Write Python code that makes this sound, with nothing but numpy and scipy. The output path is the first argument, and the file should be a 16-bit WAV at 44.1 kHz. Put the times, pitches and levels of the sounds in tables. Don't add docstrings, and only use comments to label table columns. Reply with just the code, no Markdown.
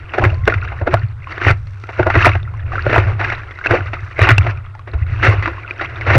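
import sys
import numpy as np
from scipy import signal
from scipy.fft import rfft, irfft, next_fast_len
from scipy.io import wavfile
from scipy.ndimage import uniform_filter1d

SR = 44100
rng = np.random.default_rng(int(sys.argv[2]) if len(sys.argv) > 2 else 0)


def bounce(signal):
    frames = np.transpose(np.atleast_2d(signal))
    limited = np.clip(frames, -1, 1)
    pcm = np.round(limited * 32767).astype(np.int16)
    wavfile.write(sys.argv[1], SR, pcm)


N = 272534
TIME = np.arange(N) / SR

# start in seconds, relative level in dB, pitch in Hz.
BOARD_BLOWS = [(0.192, -15.5, 112.5), (0.227, -8.5, 93), (0.255, -6, 98.8), (0.315, -11, 84.5),
               (0.429, -15.5, 91.7), (0.553, -13, 92.5), (0.816, -14.5, 89.7), (0.931, -6.5, 105),
               (1.031, -13, 111.6), (1.463, -5.5, 98.3), (1.5, -7.5, 101.2), (1.996, -9, 105),
               (2.065, -14.5, 93.6), (2.164, -2.5, 95.7), (2.271, -11.5, 101), (2.352, -14, 99),
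               (2.645, -19, 100), (2.864, -9.5, 104.7), (2.974, -4.5, 99.7), (3.062, -8, 103.1),
               (3.302, -19, 96), (3.701, -11, 104.5), (3.796, -15, 104.3), (4.024, -21.5, 87.4),
               (4.212, -4, 99.6), (4.31, -1.5, 102.4), (4.379, -8.5, 105.5), (4.4, -6.5, 92.3),
               (4.471, -15.5, 106.7), (4.946, -10.5, 72), (5.015, -11, 83.6), (5.121, -15, 99.8),
               (5.278, -4, 101.4), (5.376, -12.5, 94), (6.077, -13.5, 99), (6.104, -5.5, 95.5),
               (6.153, -1, 116)]


def slaps(spray_db=-2, spray_centre_hz=1642, gulp_db=4.5, gulp_stretch=1.56, glide_per_s=8,
          rise_s=0.00088, run_up_db=-12, run_up_s=0.0051, scatter_db=-23):
    # impact in seconds, relative levels of spray and gulp in dB, the gulp's starting pitch
    # in Hz, the spray's decay time in seconds.
    hits = [(0.135, -18.5, -26, 580, 0.017), (0.182, -13, -11.5, 548, 0.0032),
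            (0.194, -14, -24, 580, 0.0027), (0.223, -36, -18.5, 720, 0.0038),
            (0.238, -8.5, -38, 610, 0.0062), (0.249, -8.5, -18.5, 398, 0.0063),
            (0.476, -4.5, -11, 400, 0.0041), (0.497, -12.5, -22.5, 460, 0.0083),
            (0.523, -12.5, -31, 434, 0.00087), (0.539, -13, -40, 340, 0.0038),
            (0.718, -31, -31, 750, 0.009), (0.813, -32, -24, 545, 0.0073), (0.873, -12.5, -13, 530, 0.0035),
            (0.94, -9, -9.5, 630, 0.0021), (1.379, -19, -33.5, 580, 0.0019), (1.415, -14, -29, 725, 0.0028),
            (1.466, -10.5, -16, 588, 0.0057), (1.493, -13, -24, 695, 0.0046),
            (1.502, -7, -24.5, 450, 0.007), (1.89, -25.5, -29, 676, 0.0069),
            (1.993, -15.5, -11.5, 472, 0.0081), (2.029, -12.5, -33, 420, 0.0021),
            (2.066, -17.5, -13, 603, 0.0067), (2.1, -8.5, -26, 850, 0.0056), (2.14, -13, -25, 610, 0.0096),
            (2.152, -7, -16.5, 358, 0.0071), (2.161, -14, -15.5, 315, 0.0037),
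            (2.178, -17, -34, 490, 0.0025), (2.221, -18, -43, 740, 0.002), (2.246, -11, -21, 666, .005),
            (2.254, -3.5, -38, 580, 0.0063), (2.266, -12, -7.5, 635, 0.0031),
            (2.29, -11.5, -24.5, 530, 0.0055), (2.351, -17, -22, 682, .0043),
            (2.865, -14, -13.5, 524, 0.00067), (2.894, -14, -20.5, 400, 0.017),
            (2.929, -9.5, -17, 543, 0.0026), (2.941, -11.5, -19, 730, 0.0056),
            (2.959, -9.5, -12.5, 820, 0.0051), (2.979, -10, -14, 462, 0.0041),
            (3.192, -17, -28, 650, 0.035), (3.212, -12, -32, 744, 0.0013), (3.245, -12.5, -32, 400, 0.0016),
            (3.32, -16.5, -28.5, 700, 0.013), (3.66, -7, -46, 605, 0.0023), (3.708, -8.5, -15, 310, 0.0064),
            (3.735, -23, -13.5, 470, 0.01), (3.932, -18.5, -30, 744, 0.011),
            (4.191, -9.5, -15.5, 602, 0.0025), (4.215, -5.5, -19.5, 445, 0.0027),
            (4.236, -11, -35, 480, 0.016), (4.271, -13, -18.5, 820, 0.0074),
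            (4.288, -2.5, -28, 475, 0.0089), (4.305, -6.5, -30, 620, 0.0069),
            (4.464, -15, -22.5, 640, 0.0079), (4.873, -29, -38, 404, 0.016),
            (4.934, -27.5, -33.5, 470, 0.0097), (5.227, -9, -35, 800, .021), (5.25, -10.5, -35, 400, 0.017),
            (5.266, -7, -22, 500, 0.0073), (5.287, -27, -24, 447, 0.0041), (5.426, -20, -53, 525, 0.045),
            (5.457, -14.5, -38, 835, 0.0051), (5.476, -16, -33, 536, 0.0053),
            (5.81, -14.5, -24.5, 635, 0.0092), (6.063, -13, -24, 440, 0.045),
            (6.101, -7.5, -19.5, 650, 0.013), (6.13, -11, -28, 640, 0.018), (6.151, -8, -13, 528, 0.0058),
            (6.166, -37, -10.5, 520, 0.0022)]
    out, lead = np.zeros(N), 1024
    t = (np.arange(9216) - lead) / SR
    age = np.maximum(t, 0)
    for s, high_db, low_db, gulp_hz, decay_s in hits:
        spray_noise, gulp_noise = rng.standard_normal((2, len(t)))
        spray_hz = spray_centre_hz * np.exp(0.15 * rng.uniform(-1, 1))
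        onset = 1 - np.exp(-(age / (rise_s + 0.072 * decay_s)) ** 2)
        cushion = amp(run_up_db + min(low_db - high_db, 0) / 2)
        run_up = cushion * np.exp(-abs(t) / run_up_s) * (1 - onset)
        scatter = amp(scatter_db) * np.exp(-age / (5 * decay_s))
        spray = unit(resonate(spray_noise, spray_hz, width_hz=1500))
        spray *= run_up + onset * (np.exp(-age / decay_s) + scatter)
        add(spray, lead / SR, 0.56 * bubble(spray_hz, cycles=7, rise=0.0074))
        pocket_hz = gulp_hz * (1 + glide_per_s * np.minimum(age, 0.03))
        gulp = unit(resonate(gulp_noise, pocket_hz, width_hz=330))
        gulp *= run_up + onset * (np.exp(-age / (decay_s * gulp_stretch)) + scatter)
        add(gulp, lead / SR, 0.96 * bubble(gulp_hz, cycles=3, rise=0.074))
        gulp = signal.lfilter(*signal.butter(2, 1300, fs=SR), gulp)
        for sound, db in ((spray, high_db + spray_db), (gulp, low_db + gulp_db)):
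            heard = through_case(sound)
            add(out, s - lead / SR, amp(db) * heard / local_rms(heard, size=130).max())
    return out


def booms(level_db=1.5, swell_s=0.013, ring_db=-17, ring_s=0.11):
    out, t = np.zeros(N), np.arange(SR) / SR
    for s, db, hz in BOARD_BLOWS:
        push = (t / swell_s) ** 2 * np.exp(2 - 2 * t / swell_s)
        ring = amp(ring_db) * (1 - np.exp(-t / swell_s)) * np.exp(-t / ring_s)
        add(out, s, amp(db + level_db) * (push + ring) * np.sin(2 * np.pi * hz * t))
    return out


def wash(froth_gain, churn_gain):
    froth = bubble_cloud(950, 3090, pitches=36, per_s=1500, cycles=4.44, spread_db=3.5,
                         fizz_db=-1.5, fizz_hz=4330, fizz_width_hz=7200)
    churn = bubble_cloud(300.3, 957, pitches=16, per_s=450, cycles=1.56, spread_db=1.0,
                         fizz_db=-5.5, fizz_hz=570, fizz_width_hz=250)
    return froth * froth_gain + churn * churn_gain


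def wavelet_gains(froth_lap_db=-1, churn_lap_db=-8):
    # crest in seconds, relative levels of froth and churning in dB, rise and fall in seconds.
    wavelets = [(0.24, -23.5, -19, 0.043, 0.046), (0.508, -31.5, -35, 0.016, 0.075),
                (0.651, -37.5, -39, 0.018, .05), (0.933, -25, -29.5, 0.035, 0.051),
                (1.499, -14, -22, 0.059, 0.014), (2.25, -14.5, -31.5, 0.11, 0.048),
                (2.78, -26.5, -30, 0.047, .014), (2.969, -15, -23.5, 0.05, 0.048),
                (3.092, -27.5, -26.5, 0.048, 0.024), (3.289, -20.5, -31.5, 0.061, 0.064),
                (3.713, -18, -25, 0.036, 0.075), (4.227, -14.5, -22.5, 0.025, 0.083),
                (4.45, -26, -29, .025, 0.058), (5.251, -12, -20.5, .018, 0.058),
                (5.339, -30, -21.5, 0.033, 0.021), (5.481, -32, -30.5, 0.013, 0.037),
                (5.83, -24, -46, 0.012, 0.029), (6.14, -13, -24, 0.039, 0.027)]
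    # time in seconds, relative level of the lapping in dB.
    lapping_curve = [(0, -42), (.42, -47.5), (.62, -36.5), (1.17, -57), (1.32, -31), (1.6, -55.5),
                     (1.8, -54), (1.95, -43), (2.5, -45.5), (2.8, -37), (3.5, -41), (4.1, -40.5),
                     (4.7, -47.5), (4.86, -53), (5.12, -32.5), (5.7, -36.5), (6.18, -32.5)]
    lapping = follow(lapping_curve)
    froth_power = (amp(froth_lap_db) * lapping) ** 2
    churn_power = (amp(churn_lap_db) * lapping) ** 2
    for s, froth_db, churn_db, rise_s, fall_s in wavelets:
        swell = surge(s, rise_s, fall_s)
        froth_power += (amp(froth_db) * swell) ** 2
        churn_power += (amp(churn_db) * swell) ** 2
    return (np.sqrt(froth_power) * clumps(depth_db=3.7, per_s=60),
            np.sqrt(churn_power) * clumps(depth_db=2.5, per_s=15))


def clumps(depth_db, per_s):
    knots = rng.standard_normal(2048)
    return amp(depth_db * np.interp(TIME * per_s, np.arange(len(knots)), knots))


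def bubble_cloud(low_hz, high_hz, pitches, per_s, cycles, spread_db, fizz_db, fizz_hz, fizz_width_hz):
    out = np.zeros(N)
    for hz in np.geomspace(low_hz, high_hz, pitches):
        chance, size, sign = rng.random((3, N))
        ring = bubble(hz, cycles, rise=0.012) * hz ** 0.92
        for i in np.flatnonzero(chance < per_s / pitches / SR):
            strength = amp(spread_db * min(-np.log(size[i]), 4))
            add(out, i / SR, strength * np.sign(sign[i] - 0.5) * ring)
    fizz = resonate(rng.standard_normal(N), fizz_hz, fizz_width_hz)
    heard = through_case(unit(out) + amp(fizz_db) * unit(fizz))
    return heard / local_rms(heard, size=1000)


def bubble(hz, cycles, rise):
    age = np.arange(int(6 * cycles / hz * SR)) * hz / SR / cycles
    envelope = (1 - np.exp(-age * cycles * 2)) * np.exp(-age)
    return envelope * np.sin(2 * np.pi * cycles * (age + rise * age ** 2 / 2))


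def drop(hz, rise, splat, splat_s):
    t = np.arange(2048) / SR
    sound = splat * rng.standard_normal(len(t)) * np.exp(-t / splat_s)
    add(sound, 0, bubble(hz, cycles=6, rise=rise))
    return sound


def drips():
    # start in seconds, level in dB, pitch in Hz, strength of the splat against the bubble.
    near_drops = [(0.12, -33, 2660, 0.45), (0.301, -26.5, 2730, 0.42), (0.327, -28.5, 626, 0.2),
                  (0.437, -31.5, 1990, 0.12), (0.455, -30, 3500, 1.1), (0.582, -27.5, 1980, .7),
                  (0.651, -27.5, 2330, 1.1), (0.885, -20, 365, .05), (0.969, -20, 1370, 0.27),
                  (1.221, -35.5, 2070, .33), (1.271, -26, 1050, 0.21), (1.671, -39, 4200, .8),
                  (1.838, -27.5, 1330, 2.6), (2.195, -18, 1610, .6), (2.334, -20.5, 2530, 0.47),
                  (2.43, -35.5, 3550, 0.35), (2.476, -29.5, 1330, .1), (2.539, -31.5, 1030, .65),
                  (2.595, -31.5, 1690, .3), (2.719, -22, 1165, .34), (2.733, -23.5, 755, 0.24),
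                  (2.755, -15, 1490, 0.35), (2.781, -15.5, 1324, 0.25), (2.793, -17.5, 1620, 0.32),
                  (3.301, -16.5, 2130, 1.2), (3.434, -28, 1680, .5), (3.509, -29, 2110, 1.1),
                  (3.588, -25, 1440, 2), (3.613, -23, 1550, 0.25), (3.669, -11, 2580, 0.51),
                  (3.806, -23, 1490, 0.44), (3.968, -26, 1220, .2), (4.381, -5.5, 2630, 0.74),
                  (4.419, -24, 1360, 0.82), (4.574, -32.5, 2400, 0.66), (4.751, -32, 843, 1.1),
                  (4.793, -32.5, 1090, 1.4), (5.425, -18, 1970, 1.6), (5.457, -15, 1177, 0.17),
                  (5.472, -21, 331, .05), (5.476, -19, 980, 0.6), (5.581, -26.5, 1060, .1),
                  (5.647, -27.5, 1420, .1), (5.709, -15.5, 2390, 0.47), (6.011, -20, 2170, 0.93)]
    out = np.zeros(N)
    for s, db, hz, splat in near_drops:
        heard = through_case(drop(hz, rise=0.016, splat=splat, splat_s=0.003))
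        add(out, s, amp(db) * heard / local_rms(heard, size=90).max())
    return out


def buffeting(wind_db=-1, shudder_db=-13, rise_s=0.026, fall_s=0.15):
    # frequency in Hz, relative spectral density of the shaking in dB.
    rumble_spectrum = [(12, -13), (26, -13.5), (36, -11), (60, -8), (80, -0.5), (102, 5.5), (122, -5),
                       (150, -21.5), (190, -40.5), (300, -52.5), (900, -80.5), (4000, -130)]
    # time in seconds, relative strength of the wind in dB.
    gusts = [(0.0, -29), (0.22, -38), (0.38, -19.5), (1.27, -32.5), (2.01, -32.5), (2.24, -14.5),
             (2.46, -23), (3.15, -20), (3.46, -31.5), (3.68, -39), (3.85, -23), (4.23, -39), (4.39, -28),
             (4.63, -39), (4.92, -30), (5.18, -16.5), (5.68, -37.5), (6.18, -19)]
    shake = colour(rng.standard_normal(N), rumble_spectrum)
    shudder_power = sum((amp(db + shudder_db) * surge(s, rise_s, fall_s)) ** 2
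                        for s, db, _ in BOARD_BLOWS)
    wind = amp(wind_db) * follow(gusts)
    return shake / local_rms(shake, size=900) * np.sqrt(wind ** 2 + shudder_power)


def patter(froth_gain, level_db=-37, per_s=60, spread_db=5.0, low_hz=1000, high_hz=5800):
    out = np.zeros(N)
    for when, size, pitch in rng.random((round(per_s * N / SR), 3)):
        hz = low_hz * (high_hz / low_hz) ** pitch
        droplet = unit(drop(hz, rise=0.028, splat=0.079, splat_s=0.00097))
        strength = amp(spread_db * min(-np.log(size), 3))
        add(out, when * N / SR, strength * droplet)
    return amp(level_db) * unit(through_case(out) * froth_gain ** 0.6)


def squeak():
    # time in seconds, pitch in Hz, level in dB.
    glide = [(.33, 1000, -46), (.39, 1040, -43), (.46, 1100, -43)]
    s, hz, db = np.transpose(glide)
    t = np.arange(s[0], s[-1], 1 / SR)
    turns = np.cumsum(np.interp(t, s, hz)) / SR
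    tone = sum(np.sin(2 * np.pi * k * turns) / k ** 3 for k in range(1, 7))
    out = np.zeros(N)
    add(out, s[0], unit(tone) * amp(np.interp(t, s, db)) * signal.windows.tukey(len(t), 0.2))
    return out


def paddle_showers(per_s=900, spread_db=6.5, fizz_hz=6500, fizz_width_hz=5000):
    # peak in seconds, level in dB, rise and fall in seconds.
    showers = [(0.25, -55, 0.097, .2), (1.9, -54.5, 0.45, 0.24), (4.099, -55.5, 0.47, 0.15)]
    chance, size = rng.random((2, N))
    impacts = (chance < per_s / SR) * amp(spread_db * np.minimum(-np.log(size), 3))
    ticks = np.diff(resonate(impacts, fizz_hz, fizz_width_hz), prepend=0)
    swells = sum(amp(db) * surge(s, rise_s, fall_s) for s, db, rise_s, fall_s in showers)
    return unit(through_case(ticks)) * swells


def sea(level_db=-50):
    # frequency in Hz, relative spectral density in dB.
    open_water = [(60, 12), (220, -6), (400, 2), (900, -0.5), (1400, 6.5), (2600, -27), (3300, -11.5),
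                  (6000, -27), (9000, -27.5), (15000, -45)]
    return amp(level_db) * unit(colour(rng.standard_normal(N), open_water))


def through_case(x):
    # resonance in Hz, width in Hz, gain in dB.
    modes = [(360.4, 16, -0.5), (684, 60, -7), (1445, 27, -6), (1636, 23, -36), (2020, 256, 7.5),
             (2410, 140, -20), (3860, 37, -4.5), (4470, 140, -5), (5690, 380, 1)]
    # frequency in Hz, gain through the case in dB.
    response = [(190, -14), (330, -4.5), (470, -9.5), (660, -9), (950, -11), (1400, -5), (2000, -15.5),
                (2700, -11), (3100, -22.5), (3700, -20), (5000, -28.5), (6200, -34.5), (7500, -45),
                (15500, -73)]
    ringing = sum(amp(db) * resonate(x, hz, width_hz) for hz, width_hz, db in modes)
    return colour(x + ringing, response)


def colour(x, points):
    size = next_fast_len(len(x) + 4096)
    hz, db = np.transpose(points)
    log_hz = np.log(abs(np.fft.fftfreq(size, 1 / SR)) + 1)
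    log_gain = np.log(amp(np.interp(log_hz, np.log(hz), db)))
    response = np.exp(np.conj(signal.hilbert(log_gain)))
    return irfft(rfft(x, size) * response[:size // 2 + 1], size)[:len(x)]


def resonate(x, hz, width_hz):
    turn = np.exp(2j * np.pi * np.cumsum(hz * np.ones(len(x))) / SR)
    pole = np.exp(-np.pi * width_hz / SR)
    return 2 * (turn * signal.lfilter([1 - pole], [1, -pole], x / turn)).real


def surge(s, rise_s, fall_s):
    return np.exp(-np.maximum((s - TIME) / rise_s, (TIME - s) / fall_s))


def follow(curve):
    s, db = np.transpose(curve)
    return amp(np.interp(TIME, s, db))


def amp(db):
    return 10 ** (np.asarray(db) / 20)


def unit(x):
    return x / np.sqrt(np.mean(x ** 2) + 1e-20)


def local_rms(x, size):
    power = uniform_filter1d(x ** 2, size, mode="constant")
    return np.sqrt(abs(uniform_filter1d(power, size, mode="constant")) + 1e-14)


def add(mix, s, sound):
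    part = mix[max(round(s * SR), 0):][:len(sound)]
    part += sound[:len(part)]


def scene():
    froth_gain, churn_gain = wavelet_gains()
    water = wash(froth_gain, churn_gain) + slaps() + drips() + patter(froth_gain) + paddle_showers()
    return (water + sea() + booms() + buffeting() + squeak())[None]


def record(dry):
    overloaded = np.clip(dry, -1, 1)
    lowpass = signal.firwin(255, 16000, window=("kaiser", 8), fs=SR)
    return signal.oaconvolve(overloaded, lowpass[None], "same")


dry = scene()
out = record(dry)
bounce(out)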